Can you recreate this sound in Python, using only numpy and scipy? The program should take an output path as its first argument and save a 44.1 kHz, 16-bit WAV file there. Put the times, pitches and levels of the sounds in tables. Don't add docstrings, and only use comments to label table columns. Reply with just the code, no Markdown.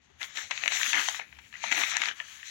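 import sys
import numpy as np
from scipy import signal
from scipy.fft import rfft, irfft
from scipy.io import wavfile
from scipy.ndimage import uniform_filter1d

SR = 44100
rng = np.random.default_rng(int(sys.argv[2]) if len(sys.argv) > 2 else 0)


def master_out(mix):
    frames = np.transpose(np.atleast_2d(mix))
    ceiling = np.clip(frames, -1, 1)
    pcm = np.round(ceiling * 32767).astype(np.int16)
    wavfile.write(sys.argv[1], SR, pcm)


def decibels_to_gain(level_db):
    exponent = np.asarray(level_db, float) / 20
    return 10 ** exponent


N = 110250

# (start [s], hold [s], sliding [dB], crumpling [dB], hard bending [dB])
STROKES = [(.02, 0.21, -65.5, -67, -67.5), (.215, 0.03, -38.5, -32, -43),
           (0.249, 0.12, -47.5, -48.5, -58.5), (0.36, 0.057, -31, -33, -47), (0.422, 0.053, -41, -65, -56),
           (0.509, 0.032, -42.5, -36.5, -44.5), (0.553, 0.097, -37.5, -37.5, -61),
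           (0.623, 0.057, -60, -36, -47), (0.709, 0.12, -31, -27.5, -43.5),
           (0.796, 0.17, -28.5, -32, -49.5), (0.932, 0.075, -32.5, -21.5, -29.5),
           (0.997, 0.17, -33, -34.5, -52.5), (1.14, 0.08, -55, -36, -82), (1.234, 0.24, -74, -51.5, -95),
           (1.42, 0.15, -55, -76, -95), (1.529, 0.35, -52, -43.5, -70), (1.636, 0.083, -35.5, -31.5, -56),
           (1.716, 0.021, -32, -32, -36.5), (1.748, 0.064, -32, -26.5, -34.5),
           (1.781, 0.14, -31.5, -27.5, -49), (1.921, 0.08, -43, -26, -44.5),
           (2.005, 0.085, -35.5, -29, -38), (2.095, 0.017, -61, -30, -55), (2.165, 0.06, -49, -42.5, -82),
           (2.244, 0.13, -42.5, -43.5, -72), (2.394, 0.079, -51, -49.5, -80), (2.456, 0.068, -41, -62, -65)]
# (start [s], hold [s], level [dB])
RUBS = [(.21, 0.069, -41.5), (.28, .08, -51), (.36, 0.063, -32.5), (.44, 0.21, -45), (.56, 0.067, -45),
        (.64, .1, -32.5), (.75, 0.076, -24.5), (.85, 0.06, -26.5), (.96, 0.084, -30), (1.04, 0.14, -35),
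        (1.2, 0.72, -52), (1.64, 0.062, -43.5), (1.71, 0.042, -34), (1.77, 0.045, -25.5),
        (1.84, 0.066, -32.5), (1.93, .16, -41.5), (2.12, .15, -51), (2.28, 0.12, -44), (2.39, 0.054, -48),
        (2.455, 0.046, -42.5)]
# (time [s], peak [dB], body [dB], brightness [dB], length [ms])
SNAPS = [(0.216, -29.5, -20.5, -30, 0.97), (0.23, -20, -45, 7, 0.24),
         (0.372, -20.5, -25, -3, 1.6), (0.51, -17.5, -10.5, -3, 1.8),
         (0.5135, -15.5, -24, -16, 3), (0.5765, -21.5, -30, -13, 1.7),
         (0.637, -14.5, -20.5, -20, 0.87), (0.658, -16, -13.5, -12, 2.4),
         (0.678, -9, -29, -7.5, 1.69), (0.685, -24, -21, -35, 2.5), (0.72, -20, -12, -5.5, 1.6),
         (0.77, -20.5, -17.5, -10, 2.5), (0.832, -10, -40, -17, 0.57),
         (0.8625, -18, -33, -39, 1.8), (0.931, -13, -16, -10, 2.2), (0.94, -23, -9, -27, 1.2),
         (0.9515, -25, -40, -21, 1.5), (0.995, -17.5, -24, -7, 2.2),
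         (1.086, -13.5, -9.5, -1.5, 1.7), (1.1455, -26.5, -25, -25, 2.4),
         (1.193, -27.5, -24.5, -30, 2.1), (1.197, -24, -18, -36, 1.3),
         (1.327, -34.5, -21, -40, 1.9),
         (1.387, -34.5, -19, -13, 7.1), (1.527, -35, -22, -22, 2.3), (1.54, -31, -30, -50, 1.8),
                     (1.64, -18.5, -6, -30, 1.9), (1.714, -21, -33, -11, 1.6),
                     (1.717, -12.5, -23, -5.5, 1.3), (1.7239, -12.5, -17, -10, 1.26),
                     (1.728, -16, -39, -15, 1.3), (1.777, -19, -27, -13, 4.7),
                     (1.815, -16.5, -16, -8, 2.24), (1.836, -13, -42, -25, 1.8),
                     (1.954, -22.5, -24, -25, 1.8), (1.96, -20, -21, -10, 1.1),
                     (1.968, -11.5, -24, 0.5, 1.23), (2.017, -14.5, -47, -11, 3), (2.032, -28, -6, -6, 2.9),
                     (2.037, -12, -42, -15.5, 0.51), (2.057, -17, -35, 1, 0.52),
                     (2.085, -16.5, -55, -16, 3.9), (2.2012, -21.5, -47, -25, 0.52),
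                     (2.209, -38, -9.5, -35, 4.2), (2.43, -29.5, -32, -35, 1.9)]
# (time [s], peak [dB], pitch [Hz], length [ms])
TICKS = [(0.375, -26, 2720, 0.88), (.814, -19.5, 1760, 2.1), (0.945, -14, 2180, 1.2),
         (.973, -19, 2100, 2.4), (0.986, -28, 1930, 1.5), (1.005, -39, 2000, 1.4), (1.087, -18, 3150, 2.2),
         (.219, -27.5, 2050, 1.3), (1.214, -35, 2250, 2.1), (1.554, -32.5, 2000, 2.8),
         (1.619, -36, 2270, 2.3), (1.65, -35, 1820, 1.2), (1.66, -32, 2000, 1.8), (1.7268, -13.5, 2000, .6),
         (1.765, -21.5, 2000, 1.5), (1.847, -28, 2200, 1.2), (2.1, -32, 1900, 1.8), (2.112, -30, 1580, 2),
         (2.202, -25, 1780, 3.5), (2.285, -40, 1920, 1.3)]
# (time [s], level [dB], pitch [Hz], length [s])
FLAPS = [(0.11, -70, 387, 0.017), (.655, -61.5, 244, 0.0085), (0.884, -58.5, 268, 0.018),
         (0.955, -61, 294, 0.011), (.985, -53, 272, 0.023), (1.678, -64.5, 217, 0.047),
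         (1.722, -46.5, 290, 0.0088), (1.76, -60.5, 190, .015), (1.785, -52, 313, 0.023),
         (1.836, -54, 285, 0.0084), (2.04, -69, 323, 0.027)]
# (time [s], level [dB], pitch [Hz], length [s])
BUMPS = [
    (0.152, -63, 78, 0.064),
    (0.454, -63, 84, 0.045),
    (0.798, -61, 78, 0.028),
    (1.375, -60, 71, 0.13),
    (2.37, -68.5, 70, 0.12),
]
# (time [s], left over right [dB])
PLACE = [(0, 17), (.26, 16), (.31, 32), (.76, 27.5), (.88, 17), (1.6, 23.5), (1.8, 18.5), (2.5, 20.5)]
# (frequency [Hz], level per Hz [dB])
HISS_TONE = [(100, -51), (500, -25), (1500, -8), (4000, 1), (8000, 0), (16000, 3.5)]
CREASE_TONE = [(100, -46), (500, -11.5), (1200, -0.5), (2500, 1.5), (5000, -6.5), (16000, -13.5)]
DULL_TONE = [(100, -19.5), (260, 0.5), (420, 0.5), (800, 9), (1500, -9.5), (4000, -14.5)]
AIR_TONE = [(25, -17), (60, 2), (90, 1), (300, -10.5), (1000, -26), (4000, -25), (9000, -38), (16000, -32)]
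# (frequency [Hz], level [dB])
LEFT_MIC = [(60, -20), (900, -8), (2000, -3), (4100, -6.5), (7300, -9), (9000, -38), (12500, -58),
            (15600, -33)]
RIGHT_MIC = [(60, -24), (900, -16.5), (4500, -27), (6500, -23.5), (8600, -33), (10800, -20.5), (13000, -33),
             (15600, -24.5)]
# (frequency [Hz], width [octaves], level [dB])
LEFT_PORT = [
    (2000, 0.36, 3.5),
    (3857, 0.048, 1.5),
    (4970, 0.14, -8),
    (6110, 0.11, 4),
]

SNAP_DB = 4.5


def unit(x):
    return x / np.sqrt(np.mean(x ** 2))


def colour(x, points, port=()):
    p = np.array(points, float)
    hz = np.maximum(np.fft.rfftfreq(4096, 1 / SR), 10)
    db = np.interp(np.log(hz), np.log(p[:, 0]), p[:, 1])
    for centre_hz, octaves, gain_db in port:
        db = db + gain_db * np.exp(-.5 * (np.log2(hz / centre_hz) / octaves) ** 2)
    cepstrum = irfft(np.log(decibels_to_gain(db)))
    cepstrum[1:2048] *= 2
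    cepstrum[2049:] = 0
    response = irfft(np.exp(rfft(cepstrum)))
    return signal.fftconvolve(x, response)[:N]


def at_left_mic(x):
    return colour(x, LEFT_MIC, LEFT_PORT)


def heard(x):
    return x / np.sqrt(np.mean(at_left_mic(x) ** 2))


def walk(rate_hz):
    hold = int(SR / rate_hz)
    steps = np.repeat(rng.standard_normal(N)[:N // hold + 1], hold)
    smooth = uniform_filter1d(uniform_filter1d(steps, hold), hold)
    return unit(smooth[:N])


def grains(rate_hz, scatter_db):
    chance, sign, size = rng.random((3, N))
    clicks = (chance < rate_hz / SR) * np.sign(sign - .5)
    return clicks * decibels_to_gain(scatter_db * np.minimum(-np.log(1 - size), 3.2))


def spread(make, apart):
    shared = make()
    own = np.array([make(), make()])
    return np.sqrt(1 - apart) * shared + np.sqrt(apart) * own


def effort(table, column):
    attack_db_s, release_db_s, arch_db = 880, 456, 2.5
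    t, power = np.arange(N) / SR, 0
    for row in table:
        start, hold = row[0], row[1]
        rise = attack_db_s * np.maximum(start - t, 0)
        fall = release_db_s * np.maximum(t - start - hold, 0)
        arch = arch_db * np.clip((2 * (t - start) / hold - 1) ** 2, 0, 1)
        power = power + decibels_to_gain(row[column] - rise - fall - arch) ** 2
    return np.sqrt(power)


def slide():
    hiss = spread(lambda: heard(colour(grains(8810, 1), HISS_TONE)), apart=1)
    low = signal.sosfilt(signal.butter(4, 8500, fs=SR, output="sos"), hiss)
    high = signal.sosfilt(signal.butter(4, 8300, "high", fs=SR, output="sos"), hiss)
    rubbing = effort(RUBS, column=2) * decibels_to_gain(0.84 * walk(12.3))
    dragging = effort(STROKES, column=2) * decibels_to_gain(3 * walk(30.67))
    return (low * dragging + high * rubbing) * decibels_to_gain(-2.5)


def patches(count):
    low_hz, high_hz, ring_cycles = 558, 6600, 1.7
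    out = 0
    for k, u in enumerate(rng.random(count)):
        hz = low_hz * (high_hz / low_hz) ** ((k + u) / count)
        r = np.exp(-hz / SR / ring_cycles)
        creases = grains(446.4, 3.0)
        ring = signal.lfilter([1, 0, -1], [1, -2 * r * np.cos(2 * np.pi * hz / SR), r * r], creases)
        out = out + unit(ring) * np.sqrt(hz) * decibels_to_gain(1.4 * walk(21.66))
    return out


def crumple():
    large = heard(colour(grains(500, 1.7), DULL_TONE)) * decibels_to_gain(2.7 * walk(40.3))
    tremble = decibels_to_gain(-3.5 + 1.8 * walk(90))
    small = spread(lambda: heard(colour(patches(count=10), CREASE_TONE)), apart=0.97)
    return tremble * (effort(STROKES, column=3) * small + effort(STROKES, column=4) * large)


def snaps():
    out, n, early = np.zeros(N + 2048), 1024, 64
    t_ms, hz = np.arange(n) / SR * 1000, np.fft.rfftfreq(n, 1 / SR) + 1
    main = np.exp(-.5 * (np.log2(hz / 1868) / .62) ** 2) / (1 + (1250 / hz) ** 4)
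    body = decibels_to_gain(18) * np.exp(-.5 * (np.log2(hz / 760) / 0.41) ** 2)
    bright = decibels_to_gain(3) / (1 + (3300 / hz) ** 4 + (hz / 8500) ** 4)
    for s, db, body_db, bright_db, ms in SNAPS:
        envelope = (1 - np.exp(-t_ms / (0.061 * ms))) * np.exp(-t_ms / ms)
        burst = rng.standard_normal(n) * envelope
        shape = main + decibels_to_gain(body_db) * body + decibels_to_gain(bright_db) * bright
        burst = irfft(rfft(np.roll(burst, early)) * shape)
        i = int(s * SR) - early
        out[i:i + n] += burst * decibels_to_gain(db + SNAP_DB) / np.abs(at_left_mic(burst)).max()
    return out[:N]


def ticks():
    out, n = np.zeros(N + 2048), 1024
    t = np.arange(n) / SR
    for s, db, hz, ms in TICKS:
        ring = 0
        for k, v in zip((0, -1, 2), rng.standard_normal(3)):
            tone_hz = hz * 2 ** (0.334 * k * abs(v))
            ring = ring + np.sin(2 * np.pi * tone_hz * t) / (1 + 2 * abs(k))
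        ring = ring * (1 - np.exp(-t * 4000)) * np.exp(-t * 1000 / ms)
        i = int(s * SR)
        out[i:i + n] += ring * decibels_to_gain(db + SNAP_DB) / np.abs(at_left_mic(ring)).max()
    return out[:N]


def mirror(x):
    gap_ms = .55 * decibels_to_gain(1.34 * walk(4.05))
    at = np.arange(N) - gap_ms * SR / 1000
    return x + decibels_to_gain(-11) * np.array([np.interp(at, np.arange(N), c) for c in x])


def bumps_and_flaps():
    t, low = np.arange(N) / SR, 0
    for s, db, hz, length in [*BUMPS, *FLAPS]:
        swell = np.exp(-.5 * ((t - s) / (0.32 * length)) ** 2)
        low = low + decibels_to_gain(db + 24.5) * np.sin(2 * np.pi * hz * (t - s)) * swell
    return np.array([low, decibels_to_gain(-8.5) * low])


def room(x):
    level_db, t60_s, top_hz = -15, 0.15, 5200
    t = np.arange(int(.3 * SR)) / SR
    tail = rng.standard_normal((2, len(t))) * decibels_to_gain(-60 * t / t60_s) * (t > .004)
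    tail = signal.sosfilt(signal.butter(1, top_hz, fs=SR, output="sos"), tail)
    tail = tail / np.sqrt((tail ** 2).sum(axis=1, keepdims=True))
    return decibels_to_gain(level_db) * signal.fftconvolve(x, tail, axes=1)[:, :N]


def air():
    noise = spread(lambda: heard(colour(rng.standard_normal(N), AIR_TONE)), apart=1 - 0.78)
    return noise * decibels_to_gain(-63.5 + 1.6 * walk(5))


def scene():
    paper = mirror(slide() + crumple()) + snaps() + ticks()
    place = np.array(PLACE)
    left_over_right_db = np.interp(np.arange(N) / SR, place[:, 0], place[:, 1])
    turn_db = 0.61 * (21 - left_over_right_db)
    paper = paper * decibels_to_gain(np.array([0 * turn_db, turn_db]))
    left, right = paper + room(paper) + air() + bumps_and_flaps()
    lead_s = 0.001065
    lead = int(lead_s * SR)
    return np.array([left, np.r_[right[lead:], right[-lead:]]])


def band_limit(x):
    return signal.sosfilt(signal.butter(12, 16790, fs=SR, output="sos"), x)


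def record(dry):
    x = np.array([at_left_mic(dry[0]), colour(dry[1], RIGHT_MIC)])
    top_cut = signal.ellip(10, .2, 80, 15950, fs=SR, output="sos")
    mix = signal.sosfilt(top_cut, np.tanh(x))
    return band_limit(mix)


dry = scene()
out = record(dry)
master_out(out)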